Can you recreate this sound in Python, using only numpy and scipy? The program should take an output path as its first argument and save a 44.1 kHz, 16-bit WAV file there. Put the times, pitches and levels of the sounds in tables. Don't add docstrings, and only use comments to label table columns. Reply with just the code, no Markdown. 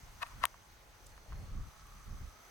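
import sys
import numpy as np
from scipy import signal
from scipy.fft import rfft, irfft, next_fast_len
from scipy.io import wavfile

SR = 44100
rng = np.random.default_rng(int(sys.argv[2]) if len(sys.argv) > 2 else 0)


def generate_wav(signal):
    frames = np.transpose(np.atleast_2d(signal))
    scaled = np.clip(frames, -1, 1) * 32767
    pcm = np.round(scaled).astype(np.int16)
    wavfile.write(sys.argv[1], SR, pcm)


N = 110250
T = np.arange(N) / SR


def from_db(db):
    return 10 ** (np.asarray(db) / 20)


def rms_one(x):
    return x / np.sqrt(np.mean(x ** 2) + 1e-20)


def panned(db):
    return from_db(np.array([[.5], [-.5]]) * db)


def in_time(rows):
    s, *columns = np.transpose(rows)
    return [np.interp(T, s, c) for c in columns]


def at_hz(points, hz):
    f, value = np.transpose(points)
    return np.interp(np.log(hz), np.log(f), value)


def drift(rate_hz):
    step, settle = 40, 2000
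    r = np.exp(-2 * step * np.pi * rate_hz / SR)
    white = rng.standard_normal(N // step + settle + 2)
    slow = signal.lfilter([1], [1, -2 * r, r * r], white)[settle:]
    return np.interp(np.arange(N) / step, np.arange(len(slow)), rms_one(slow))


def click(s):
    out = np.zeros(N)
    out[int(np.clip(s * SR, 0, N - 1))] = 1
    return out


def swell(s, rise, fall):
    return np.exp(-np.maximum((s - T) / rise, (T - s) / fall))


def ring(clicks, hz, t60):
    r, w = np.exp(-np.log(1000) / (t60 * SR)), 2 * np.pi * hz / SR
    return signal.lfilter([0, np.sin(w)], [1, -2 * r * np.cos(w), r * r], clicks + 1e-18)


def above(x, hz, order):
    return signal.sosfilt(signal.butter(order, hz, "high", fs=SR, output="sos"), x + 1e-18)


def narrow_noise(phase, width_hz):
    return drift(width_hz) * np.cos(phase) + drift(width_hz) * np.sin(phase)


def banded_noise(spectrum, likeness, flicker_db):
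    edges = 18 * 2 ** np.arange(0, 10.1, .5)
    out, white = 0, rng.standard_normal((2, 2, N))
    for k, (low, high) in enumerate(zip(edges, edges[1:])):
        if high < spectrum[0][0] or low > spectrum[-1][0]:
            continue
        band = signal.butter(2, [low, high], "band", fs=SR, output="sos")
        mid, side = signal.sosfilt(band, white[k % 2])
        hz = np.sqrt(low * high)
        alike = np.clip(at_hz(likeness, hz), -1, 1)
        gain = from_db(at_hz(spectrum, hz) + flicker_db * drift(10.0))
        out = out + gain * (np.sqrt(1 + alike) * mid + np.sqrt(1 - alike) * side * [[1], [-1]])
    return rms_one(out)


def wind():
    # time in seconds, level in dB, pan in dB.
    gusts = [(0.0, -55, 7), (0.04, -55, -2.5), (0.26, -61, 2.5), (0.38, -50.5, -0.5), (0.45, -50, -2.5),
             (0.47, -64, -1.5), (1.01, -64.5, 0.5), (1.05, -57, 1), (1.25, -62, -1), (1.34, -43, 2),
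             (1.44, -44, -3.5), (1.47, -51.5, 3), (1.59, -36.5, -3.5), (1.66, -52.5, 13), (1.675, -46, 6),
             (1.72, -63, -0.5), (1.96, -53, 1), (2.05, -57.5, 0), (2.08, -43.5, -0.5), (2.15, -44.5, -9),
             (2.19, -52.5, 6), (2.21, -43.5, 2.5), (2.255, -43.5, -7.5), (2.31, -62.5, 2), (2.5, -66, -4)]
    # frequency in Hz, relative density in dB.
    spectrum = [(20, 0), (40, 3.5), (90, -3), (160, -12.5), (300, -27.5), (500, -40.5), (900, -48)]
    # frequency in Hz, correlation between the ports.
    likeness = [(30, 1), (70, 0.66), (400, 0.42)]
    gust_db, pan_db = in_time(gusts)
    return from_db(gust_db + 0.5) * panned(pan_db) * banded_noise(spectrum, likeness, flicker_db=0)


def wash():
    # frequency in Hz, relative density in dB.
    spectrum = [(100, -5), (300, -10.5), (450, -9), (600, -7), (850, -5), (1200, -5), (2000, -8),
                (2800, -12.5), (6300, -14.5), (7500, -18), (9000, -21), (11000, -22.5), (12300, -20.5),
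                (16000, -23.5)]
    # time in seconds, level in dB.
    level = [(0, -60), (.4, -58.5), (.6, -63), (1.1, -62), (1.6, -61), (2.5, -60)]
    # frequency in Hz, correlation between the ports.
    likeness = [(150, 0.59), (900, 0.16), (2400, 0.14), (6000, 0.29), (14000, 1)]
    return from_db(in_time(level)[0]) * banded_noise(spectrum, likeness, flicker_db=1.12)


def drive():
    # frequency in Hz, rms level in dB.
    partials = [(840, -77), (2520, -87.5)]
    hum = sum(from_db(db) * np.sin(2 * np.pi * hz * T + 0.12 * drift(3.8)) for hz, db in partials)
    return np.sqrt(2) * hum * panned(db=-6)


def crickets():
    # (seconds, dB).
    singers = [(6078, 64, 75, -4, [(0, -76), (.42, -72), (.6, -73), (.8, -81), (1.05, -73), (1.4, -79),
               (1.58, -73.5), (2.5, -70.5)]), (6430, 66, 150, -1, [(0, -76.5), (.7, -81), (1.05, -80),
               (1.5, -80), (1.7, -82)]), (4310, 41, 25, -6, [(1.05, -105), (1.12, -80), (1.45, -77),
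               (1.52, -79), (1.58, -105)])]
    sharpness, uneven_db = 1.3, 2
    out = 0
    for hz, rate, swing_hz, pan_db, level in singers:
        stroke = 2 * np.pi * rate * T + 0.27 * drift(1.4)
        pulse = (.5 + .5 * np.cos(stroke)) ** sharpness * from_db(uneven_db * drift(19))
        tone = np.cos(2 * np.pi * hz * T + swing_hz / rate * np.cos(stroke) + drift(30))
        out = out + from_db(in_time(level)[0]) * panned(pan_db) * rms_one(pulse * tone)
    return out


def rustle():
    # time in seconds, level in dB.
    level = [(0, -91), (.8, -71), (1.2, -67.5), (1.45, -64), (1.75, -85.5), (2.5, -68)]
    # frequency in Hz, relative density in dB.
    spectrum = [(280, -3), (480, 1), (750, -0.5), (1100, -5.5), (1600, -11)]
    noise = banded_noise(spectrum, likeness=[(300, 0.81), (1500, 0.71)], flicker_db=2.0)
    return from_db(in_time(level)[0]) * noise


def contact(force, treble_db):
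    return force + (from_db(treble_db) - 1) * above(force, hz=1720, order=1)


def later_right(pair, lag_s):
    size = next_fast_len(N + 100)
    delay = np.exp(-2j * np.pi * np.arange(size // 2 + 1) * SR / size * lag_s)
    return np.array([pair[0], irfft(rfft(pair[1], size) * delay, size)[:N]])


def shell(force):
    # frequency in Hz, level in dB, t60 in seconds, pan in dB, signed weight.
    modes = [(713, -8.5, 0.024, 2, 0.66), (949, -6.5, 0.037, 4.5, 0.55), (1093, -3, 0.021, 5.5, -1.09),
             (1370, -11.5, 0.027, 3, 0.75), (1613, -13.5, 0.025, -5, 0.86), (1930, -15, 0.0067, 5.5, 3.5),
             (1847, -20, 0.062, -3, .5), (2820, -17, 0.0036, 15.5, 1.7), (3780, -12.5, 0.0021, 8.5, 1.4),
             (4670, -13.5, 0.0022, -20, -0.7), (8800, -5, 0.00077, -8.5, 0.5)]
    rings = sum(weight * from_db(db) * panned(pan_db) * ring(force, hz, t60)
                for hz, db, t60, pan_db, weight in modes)
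    return later_right(above(rings, hz=505, order=3), lag_s=.000085)


def knocks():
    # start in seconds, level in dB, pan in dB, contact treble in dB, panel's share in dB.
    blows = [(.2200, -42, 15, 5, -4.5), (0.2232, -42.5, -12, -6, -6), (0.2295, -33, 2, 4, 0),
             (0.2322, -25.5, -3, -18, -30), (0.265, -48.5, 1, 5.5, -3), (0.434, -44, -5, 6, 3),
             (0.4386, -14.5, -1, -2, -24), (.4396, -26, 12, -11, -29), (0.542, -42.5, -6, -16, -29),
             (1.178, -48.5, -2, 3.5, -25), (1.3223, -41.5, -4, -20, -29), (1.329, -50, -9, 7, -19)]
    force = on_panel = 0
    for s, db, pan_db, treble_db, panel_db in blows:
        blow = from_db(db) * panned(pan_db) * click(s)
        force = force + contact(blow, treble_db)
        on_panel = on_panel + from_db(panel_db) * blow
    return shell(force) + ring(on_panel, hz=2567, t60=0.021)


def slips(per_s=1500, spread_db=1.5):
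    sizes = from_db(spread_db * np.minimum(rng.exponential(1, N), 3))
    signs = rng.choice([-1, 1], N)
    return sizes * signs * (rng.random(N) < per_s / SR)


def scuffs():
    # peak time in seconds, level in dB, rise and fall in seconds,
    # then pan, contact treble and the edge's share, all in dB.
    strokes = [(0.2294, -34, 0.007, 0.0032, -2.5, 6, -24), (0.265, -58, 0.019, 0.013, -3, 9, -18),
               (0.325, -54, 0.018, 0.0066, -2, -1.5, -20), (0.436, -38, 0.0094, 0.011, 3.5, 4.5, -32)]
    grain = slips() + 0.82 * np.array([slips(), slips()])
    force = edge = 0
    for s, db, rise, fall, pan_db, treble_db, edge_db in strokes:
        pressure = from_db(db) * panned(pan_db) * swell(s, rise, fall)
        force = force + pressure * contact(grain, treble_db)
        edge = edge + pressure * from_db(edge_db) * grain
    return (shell(force) + above(edge, hz=7000, order=2)) / np.std(shell(grain))


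def snaps():
    # start in seconds, level in dB, extra level for the low modes in dB.
    hits = [(.2700, -49, -5), (.2800, -53, -8), (0.4543, -16.5, 3), (1.869, -49.5, -2)]
    # frequency in Hz, level in dB, t60 in seconds, pan in dB.
    modes = [(1240, -6.5, 0.005, 10.5), (1990, -17.5, 0.0048, 10), (3260, -4.5, 0.0017, 14.5),
             (8730, 3, 0.001, 3.5), (10000, -12, 0.0065, -5), (11840, -3.5, 0.003, -4),
             (15500, -12, .001, -4)]
    bright = sum(from_db(db) * click(s) for s, db, _ in hits)
    low = sum(from_db(db + low_db) * click(s) for s, db, low_db in hits)
    rings = 0
    for k, (hz, db, t60, pan_db) in enumerate(modes):
        polarity = (-1) ** (k // 2)
        force = low if hz < 5000 else bright
        rings = rings + polarity * from_db(db) * panned(pan_db) * ring(force, hz, t60)
    return above(rings, hz=816, order=2)


def rubs():
    # peak time in seconds, level in dB, half length in seconds, pitch in Hz.
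    drags = [(0.284, -63, 0.0075, 1116), (0.317, -56.5, 0.01, 1038)]
    sag_hz_per_s = 3000
    out = 0
    for s, db, half_length, hz in drags:
        t = T - s
        pressure = from_db(db) * np.exp(-.5 * (t / half_length) ** 2)
        phase = 2 * np.pi * (hz - .5 * sag_hz_per_s * t) * t
        out = out + pressure * narrow_noise(phase, width_hz=39)
    return out * panned(db=4.0)


def scrapes():
    # peak time in seconds, level in dB, rise and fall in seconds.
    strokes = [(1.068, -53, 0.0026, 0.0028), (1.098, -69.5, .015, .022)]
    # frequency in Hz, relative density in dB.
    spectrum = [(3500, -11), (4800, -3), (6500, 0), (9000, 5), (12000, -9), (16000, -18)]
    pressure = sum(from_db(db) * swell(s, rise, fall) for s, db, rise, fall in strokes)
    noise = banded_noise(spectrum, likeness=[(4000, 0.65), (12000, 0.86)], flicker_db=1.5)
    return pressure * panned(db=-2) * noise


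def lens():
    # start and end of full level in seconds, frequency in Hz, width in Hz, level in dB.
    motors = [(1.55, 2.23, 1130, 37, -71.5), (1.55, 2.38, 1230, 120, -70.5), (1.55, 3.1, 1300, 26, -73.5)]
    ramp_s, turns_per_s = 0.2, 33
    whirr = 0
    for start, end, hz, width_hz, db in motors:
        running = np.clip(np.minimum(T - start, end - T) / ramp_s + 1, 0, 1)
        whirr = whirr + from_db(db) * running * narrow_noise(2 * np.pi * hz * T, width_hz)
    throb = 1 + 0.4 * np.sin(2 * np.pi * turns_per_s * T + drift(2.7))
    return whirr * throb * panned(db=-4.0)


def scene():
    handling = knocks() + scuffs() + rubs() + scrapes() + snaps() + rustle()
    return handling + drive() + lens() + crickets() + wind() + wash()


def record(dry):
    cutoff_hz = 16600
    return signal.sosfilt(signal.ellip(10, .1, 70, cutoff_hz, fs=SR, output="sos"), dry)


dry = scene()
out = record(dry)
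generate_wav(out)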